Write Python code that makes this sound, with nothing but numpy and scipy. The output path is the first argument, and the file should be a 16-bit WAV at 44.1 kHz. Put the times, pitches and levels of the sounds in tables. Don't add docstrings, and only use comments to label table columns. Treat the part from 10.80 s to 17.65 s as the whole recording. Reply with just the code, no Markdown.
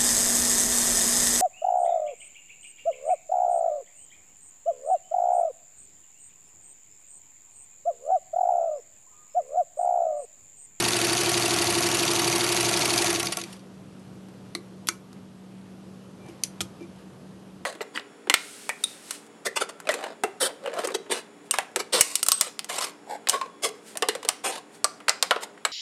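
import sys
import numpy as np
from scipy import signal
from scipy.fft import rfft
from scipy.io import wavfile
from scipy.ndimage import uniform_filter1d

SR = 44100
rng = np.random.default_rng(int(sys.argv[2]) if len(sys.argv) > 2 else 0)


def digitize_waveform(pressure):
    field = np.atleast_2d(pressure).T
    bounded = np.clip(field, -1, 1)
    quanta = np.round(bounded * 32767).astype(np.int16)
    wavfile.write(sys.argv[1], SR, quanta)


N = 302085

PARTS = {
    "needle bar": [(2040, -7, 0.035), (2507, 5, 0.015), (4680, -6, 0.011), (4700, -9, 0.065), (5800, 0.5, 0.0075), (9960, -3, 0.0059), (9560, 2.5, 0.005), (11800, -26, 0.012)],
    "feed dog": [(2305, -3, 0.021), (6206, -1, 0.02), (9800, -4, 0.012), (11300, -15, 0.049)],
    "take-up": [(2490, 13, 0.0031), (4285, 7.5, 0.013), (5000, 7.5, 0.014), (6510, 9, 0.011), (9780, 1.5, 0.0109), (11600, -28.5, .01)],
    "hook": [(2360, -1, 0.027), (3840, -1.5, 0.023), (4320, -8, 0.016), (4590, 5, 0.013), (4620, -12, 0.082), (6070, 0.5, 0.016), (9800, -9, 0.022)],
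    "bobbin case": [(2900, -9, 0.035), (4710, -5.5, 0.021), (6940, 7.5, 0.003), (8980, -8.5, 0.013)],
    "lifter": [(700, -8.5, 0.037), (1156, -10, 0.064), (1370, -12.5, 0.057), (2070, -1, 0.031), (2250, -14, 0.099), (4220, -8, .03), (4160, -19, 0.09), (4420, 1, 0.023),
               (5930, -4, 0.018), (8480, -4, 0.018), (10200, -6, 0.013)],
    "lever": [(1130, -8, 0.038), (1318, -6, 0.08), (1444, -13, 0.085), (2050, -5, 0.046), (2180, -11, .1), (2330, -19.5, 0.25), (2420, -10, .04), (3700, -10, .03), (4670, 3.5, 0.017),
              (6050, 0, 0.018), (6500, -7, 0.082), (7300, 4.5, 0.016), (8340, 1.5, 0.017), (9500, -2, 0.018), (11000, 4, 0.013)],
    "catch": [(2080, -20, 0.027), (3300, -18, 0.019), (4890, -10, 0.035), (4910, -26, 0.11), (6100, 0.5, 0.018), (6430, -9, 0.025), (7040, -7, 0.023), (7700, -12, 0.016),
              (8960, -6.5, 0.026), (9800, -10, 0.027), (11000, -11, 0.015)],
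    "plate": [(787, -13.5, 0.048), (1250, -19, 0.21), (1374, -14.5, 0.08), (2500, -7, 0.032), (3110, -13, .025), (3310, -1, 0.031), (4240, -6, 0.015), (5300, -7, 0.014), (6730, -10, .02), (8480, -5, 0.013)],
    "spring": [(2930, -14, .03), (4460, -7, 0.018), (5760, -7, 0.018), (6300, -5, .022), (7250, -8, .022), (7660, -5, .022), (8330, -4, 0.015), (9420, -10, 0.028), (10800, -16, 0.014)],
    "pin": [(2600, -7, .014), (3710, 1, 0.0063), (4670, -7, .014), (5260, -7, .022), (7500, -6, 0.011), (10200, 1, .007), (11700, 0, .012)],
    "fabric": [(890, 13, 0.0016), (2510, 0, 0.00098), (5530, 14, 0.00067)],
}
# (part, dB, rattle length s, wide crack dB, dB lost when the speed halves)
BLOWS = [("needle bar", -2.74, 0.0047, 7.6, 1), ("needle bar", -2, 0.0049, 2.6, 7), ("feed dog", 0, 0.0019, 1, -2), ("bobbin case", -2.5, 0.0067, 3, 6.4),
         ("take-up", -4, 0.0039, 4, 2.9), ("hook", -1.5, 0.003, 4, 3.2), ("bobbin case", -1.2, 0.0045, 0.87, 16),
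         ("take-up", -8, 0.004, 2, 16)]
BED = [(102, -13, 0.081), (150, -18, 0.031), (193, -10, 0.037), (310, -5.5, 0.12), (339, -1.5, 0.13), (410, 0, 0.046), (497, -13, 0.047), (664, -3.5, 0.046),
       (706, -7.5, 0.061), (909, -12, 0.047), (1127, -8.5, 0.059), (1374, -10.5, 0.093)]
# (share of the turn, dB, Hz that it favours, breadth in octaves, rise s)
KNOCKS = [(-.03, 1.5, 1040, 0.48, 0.00053), (.05, -33, 152.6, 0.79, 0.0032), (.27, 11.5, 890, 0.91, 0.01), (0.521, 0.5, 425, 1, 0.0069),
          (0.699, 15, 993, 0.12, 0.0046), (0.783, -5, 640, 0.44, 0.00069)]
# (s, part, dB, rattle length s, wide crack dB, bed knock dB, Hz that it favours)
CLICKS = [(2.587, "needle bar", -36, 0.007, 2, -51, 395), (2.73, "hook", -54, 0.0025, 5, -59, 400),
          (2.766, "hook", -59, 0.0047, 8, -59, 403), (2.794, "hook", -56, 0.005, 4, -62, 400),
          (3.196, "fabric", -53, 0.0048, -3, -60, 400), (3.486, "fabric", -48.5, 0.0045, -5, -61, 400),
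          (3.7507, "lifter", -27, 0.0015, -14, -27.5, 310), (3.779, "fabric", -60, .004, -10, -34, 320), (4.0714, "pin", -28, 0.0015, -12, -62, 397),
          (4.081, "catch", -40, 0.0022, 4, -65.5, 400),
          (4.087, "lever", -22.5, 0.0019, 1.5, -33, 344), (4.33, "fabric", -46, 0.0024, -2, -60, 400),
          (5.462, "catch", -60, .002, 6, -56, 400), (5.486, "fabric", -40, 0.024, -20, -32, 300), (5.6362, "catch", -15.5, 0.00042, -14, -46, 600),
          (5.806, "plate", -21.5, 0.0012, -16, -25.5, 493), (5.8107, "spring", -26.5, 0.0017, 3, -9.5, 148),
          (5.8159, "spring", -29.5, 0.002, 2.5, -62, 400), (6.009, "fabric", -49, 0.011, -7, -29, 313), (6.027, "fabric", -48, 0.0046, -13, -43, 328)]
SQUEAKS = [(5.384, 0.098, 2360, -62), (5.472, .03, 2360, -57), (5.994, 0.042, 2370, -59), (6.019, 0.032, 2350, -55)]  # (s, length s, Hz, dB)
WHIRR = [(30, -45), (60, -12), (110, -8), (270, -7.5), (350, -5), (480, -11.5), (690, -6.5), (1000, -8.5), (1500, -11),
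         (2400, -11), (4600, -15.5), (7900, -17), (9700, -19.5), (12300, -22)]
AIR = [(18, -60), (42, -66), (86, -24), (108, -5.5), (161, -12.5), (192, -3.5), (217, -13), (341, -11), (387, -18),
       (473, -15.5), (800, -24.5), (1170, -26.5), (2130, -36), (2730, -34), (12000, -44), (15600, -66), (22000, -120)]
AIR_DB = [(3.8, -48.5), (4.6, -50.5), (5.55, -47.5), (6.85, -49.5)]
HUM = [(4.0, -48), (4.3, -50.5), (4.75, -48), (6.85, -50)]
HUM_HZ, FAINT_HUMS = 189, [(120, -61.5), (154.7, -69.5), (240, -62.5), (415.2, -63.5)]
ROOM = [(200, 0.32), (1000, 0.3), (4000, 0.17), (12000, 0.21)]  # (Hz, t60 s)
EDGE_HZ = 12050
CLOTH = [(300, -35), (700, 9.5), (1300, 0), (3000, -2.5), (6000, -18), (12000, -15)]  # (Hz, dB per Hz)
# (Hz, from share of the turn, length s, dB)
BOOM = [(345, .589, 0.068, -2.5), (352.3, 0.33, 0.0274, -4), (707, .22, 0.023, -9), (408, .758, 0.04, -8.5), (698, .73, 0.017, -8), (915, .66, 0.019, -8.5)]
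BLOW_SHARES = (-.025, .015, .27, .4, .485, .588, .69, .895)
# (s, turns per s)
SPEED = [(0, 12.198), (.8, 12.2354), (2.2772, 12.0488), (2.6294, 4.2626), (2.73, 4.2626), (2.84, 0)]
CRACK_BAND = signal.butter(3, [2000., 11500.], "bandpass", fs=SR, output="sos")
SIZZLE_T60_S = 0.082
SCATTER_DB = .6
SNAP_SHARE = .485
SNAP_DB = [-3, -19, -4, 2, -15, -2, -5, -4, -8, -8, -5, -3, -15, 0.5, -7, 0, -14, -5, -4.5, -37, 1.5, 1, 0, 1, -1, 5]
START_TURNS = -.0252
METAL_DB, BED_DB, WHIRR_DB = -22, -25, -29
BED_SLOW_DB, BOOM_SLOW_DB, WHIRR_SLOW_DB = 0, 20, 13
SLACK_S, SLACK_DB_PER_S = 2.592, -130
MOTOR_DB, MOTOR_SAG_DB_PER_S, MOTOR_OFF_S, MOTOR_FADE_DB_PER_S = -41.5, -1.5, 2.46, -380
# (middle s, half length s, dB)
SLIDES = [(3.197, 0.19, -71), (3.61, 0.59, -67), (4.35, 0.057, -66), (4.8, 0.36, -63), (5.487, 0.056, -57.5), (5.75, 0.22, -61.5), (6.186, 0.053, -61), (6.504, 0.49, -64)]
RUNNING_SPREAD, RESTING_SPREAD = 3.3, 1.7


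def gain_of(db):
    return 10 ** (np.asarray(db) / 20)


def evened(x):
    return x / np.sqrt(np.mean(x ** 2) + 1e-20)


def read(points, hz):
    f, value = np.transpose(points)
    return np.interp(np.log(hz + 1), np.log(f + 1), value)


def curve(rows):
    s, value = np.transpose(rows)
    return np.interp(np.arange(N) / SR, s, value)


def add(mix, s, sound):
    at = round(s * SR)
    part = mix[max(at, 0):][:max(len(sound) + min(at, 0), 0)]
    part += sound[max(-at, 0):][:len(part)]


def ring(modes, rise_s):
    hz, db, t60 = np.transpose(modes)[:, :, None]
    t = np.arange(int(t60.max() * SR) + 64) / SR
    return (gain_of(db - 60 * t / t60) * np.sin(2 * np.pi * hz * t)).sum(0) * (1 - np.exp(-t / rise_s))


def noise(spectrum, patchy_db):
    frames, hz = N // 256 + 5, np.fft.rfftfreq(1024, 1 / SR)
    a, b, patches = rng.standard_normal((frames, 513, 3)).T
    patches = evened(uniform_filter1d(uniform_filter1d(patches, size=12, axis=0), size=14, axis=1))
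    z = (a + 1j * b) * gain_of(read(spectrum, hz)[:, None] + patchy_db * patches)
    return evened(signal.istft(z, nperseg=1024, noverlap=768)[1][:N])


def wander(rate_hz):
    return evened(signal.lfilter([1], [1, -np.exp(-2 * np.pi * rate_hz / SR)], rng.standard_normal(N)))


def clack(part, rattle_s, crack_db, firm, sizzle_db, rise_s, count, spread):
    t = np.arange(SR // 9) / SR
    ticks, size, hiss = rng.standard_normal((3, len(t)))
    chatter = ticks * gain_of(1.65 * size) * np.exp(-t / max(rattle_s, 2e-4)) * (1 - np.exp(-t / max(0.36 * rattle_s, 1e-5)))
    chatter /= np.linalg.norm(chatter)
    chatter[0] += firm
    cluster = np.repeat(PARTS[part], count, axis=0)
    places = np.tile(np.linspace(-1, 1, count), len(PARTS[part])) + 0.22 * rng.standard_normal(len(cluster))
    cluster[:, 0] += spread * places / np.maximum(cluster[:, 2], .012)
    push = np.interp(cluster[:, 0], np.fft.rfftfreq(len(t), 1 / SR), abs(rfft(chatter)))
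    cluster[:, 1] -= 20 * np.log10(push + 0.3)
    rung = signal.fftconvolve(chatter, ring(cluster, rise_s) / np.sqrt(count))
    wide = 9 * gain_of(crack_db) * chatter + gain_of(sizzle_db - 60 * t / SIZZLE_T60_S) * hiss
    add(rung, 0, signal.sosfilt(CRACK_BAND, wide))
    return rung


def knock(centre_hz, octaves, rise_s):
    return ring([(hz, db - 6 * (np.log2(hz / centre_hz) / octaves) ** 2, t60) for hz, db, t60 in BED], rise_s)


def stitching():
    out = np.zeros(N)
    knocks = [knock(*row[2:]) for row in KNOCKS]
    for turn in range(-1, 32):
        for share, (part, db, rattle_s, crack_db, slow_db) in zip(BLOW_SHARES, BLOWS):
            late, hard = rng.standard_normal(2)
            at, halvings = shaft(turn + share)
            if np.isfinite(at):
                force_db = METAL_DB - slow_db * halvings + limp_db(at) + SCATTER_DB * hard
                if share == SNAP_SHARE and 0 < turn <= len(SNAP_DB):
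                    force_db += SNAP_DB[turn - 1]
                add(out, at + .0006 * late, gain_of(db + force_db) * clack(part, rattle_s, crack_db, firm=0.35, sizzle_db=-20.5, rise_s=0.00053, count=8, spread=RUNNING_SPREAD))
        for (share, db, *_), sound in zip(KNOCKS, knocks):
            late, hard = rng.standard_normal(2)
            at, halvings = shaft(turn + share)
            if np.isfinite(at):
                force_db = BED_DB - BED_SLOW_DB * halvings + 2 * limp_db(at) + 0.25 * hard
                add(out, at + 0.00028 * late, gain_of(db + force_db) * sound)
    return out


def motor():
    t = np.arange(N) / SR
    db = MOTOR_DB + MOTOR_SAG_DB_PER_S * t + MOTOR_FADE_DB_PER_S * np.maximum(t - MOTOR_OFF_S, 0)
    return gain_of(db) * np.sqrt(2) * np.sin(2 * np.pi * 120 * t)


def handling():
    out = np.zeros(N)
    for s, part, db, rattle_s, crack_db, bed_db, centre_hz in CLICKS:
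        add(out, s, gain_of(db) * clack(part, rattle_s, crack_db, firm=0.98, sizzle_db=-11.0, rise_s=0.00019, count=4, spread=RESTING_SPREAD))
        add(out, s, gain_of(bed_db) * knock(centre_hz, octaves=0.46, rise_s=0.0041))
    for s, length, hz, db in SQUEAKS:
        t = np.arange(round(length * SR)) / SR
        slip = np.cumsum(rng.standard_normal(len(t))) * 0.046
        add(out, s, gain_of(db) * np.sqrt(2) * np.sin(2 * np.pi * hz * t + slip) * np.sin(np.pi * t / length))
    return out


def background():
    t = np.arange(N) / SR
    air = noise(AIR, patchy_db=.8)
    waver_db = 1.4 * evened(uniform_filter1d(wander(2.8), size=1500))
    hum = gain_of(curve(HUM) + waver_db) * np.sin(2 * np.pi * HUM_HZ * t + 0.3 * wander(1.5))
    faint = sum(gain_of(db + 0.66 * wander(1.0)) * np.sin(2 * np.pi * hz * t + 0.14 * wander(3.4)) for hz, db in FAINT_HUMS)
    return gain_of(curve(AIR_DB)) * air + np.sqrt(2) * (hum + faint)


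def room(x):
    taps = np.zeros(SR // 2)
    at = np.arange(140, SR // 2 - 20, 20)
    taps[at + rng.integers(0, 20, at.shape)] = rng.choice([-1., 1.], at.shape)
    hz, t, z = signal.stft(taps, SR, nperseg=256)
    tail = signal.istft(z * gain_of(-60 * t / read(ROOM, hz)[:, None]), SR, nperseg=256)[1]
    return signal.fftconvolve(x, tail / np.linalg.norm(tail))[:N]


def whirr():
    halvings = np.log2(SPEED[0][1] / np.maximum(curve(SPEED), .01))
    return gain_of(WHIRR_DB - WHIRR_SLOW_DB * halvings) * noise(WHIRR, patchy_db=1.0)


def fabric():
    t = np.arange(N) / SR
    strokes = sum(gain_of(db) * np.exp(-((t - s) / half_s) ** 2) for s, half_s, db in SLIDES)
    return strokes * gain_of(2.1 * wander(60.)) * noise(CLOTH, patchy_db=1.8)


def boom():
    out = np.zeros(N)
    for turn in range(-1, 30):
        for hz, share, length, db in BOOM:
            at, halvings = shaft(turn + share)
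            t = np.arange(round(length * SR)) / SR
            late, hard = rng.standard_normal(2)
            swell = signal.windows.tukey(len(t), .7) * np.sin(2 * np.pi * hz * t)
            add(out, at + 0.0001 * late, gain_of(db + BED_DB - BOOM_SLOW_DB * halvings + 0.36 * hard) * swell)
    return out


def shaft(turns):
    speeds_s, speeds = np.transpose(SPEED)
    t = np.arange(-100, 1000 * speeds_s[-1]) / 1000
    speed = np.interp(t, speeds_s, speeds)
    angle = (np.cumsum(speed) - speed / 2) / 1000
    angle += START_TURNS - np.interp(0, t, angle)
    at = np.interp(turns, angle, t, right=np.inf)
    return at, np.log2(speeds[0] / np.maximum(np.interp(at, speeds_s, speeds), 1))


def limp_db(s):
    return SLACK_DB_PER_S * np.maximum(s - SLACK_S, 0)


def scene():
    running, handled = stitching() + whirr(), handling()
    small = signal.butter(4, 70., "highpass", fs=SR, output="sos")
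    direct = signal.sosfilt(small, running + handled)
    echoed = room(signal.sosfilt(small, gain_of(-13.0) * running + gain_of(-16.0) * handled))
    return (direct + echoed + boom() + motor() + fabric() + background())[None]


def record(dry):
    return signal.oaconvolve(dry, signal.firwin(511, EDGE_HZ, window=("kaiser", 9), fs=SR)[None], "same")


dry = scene()
out = record(dry)
digitize_waveform(out)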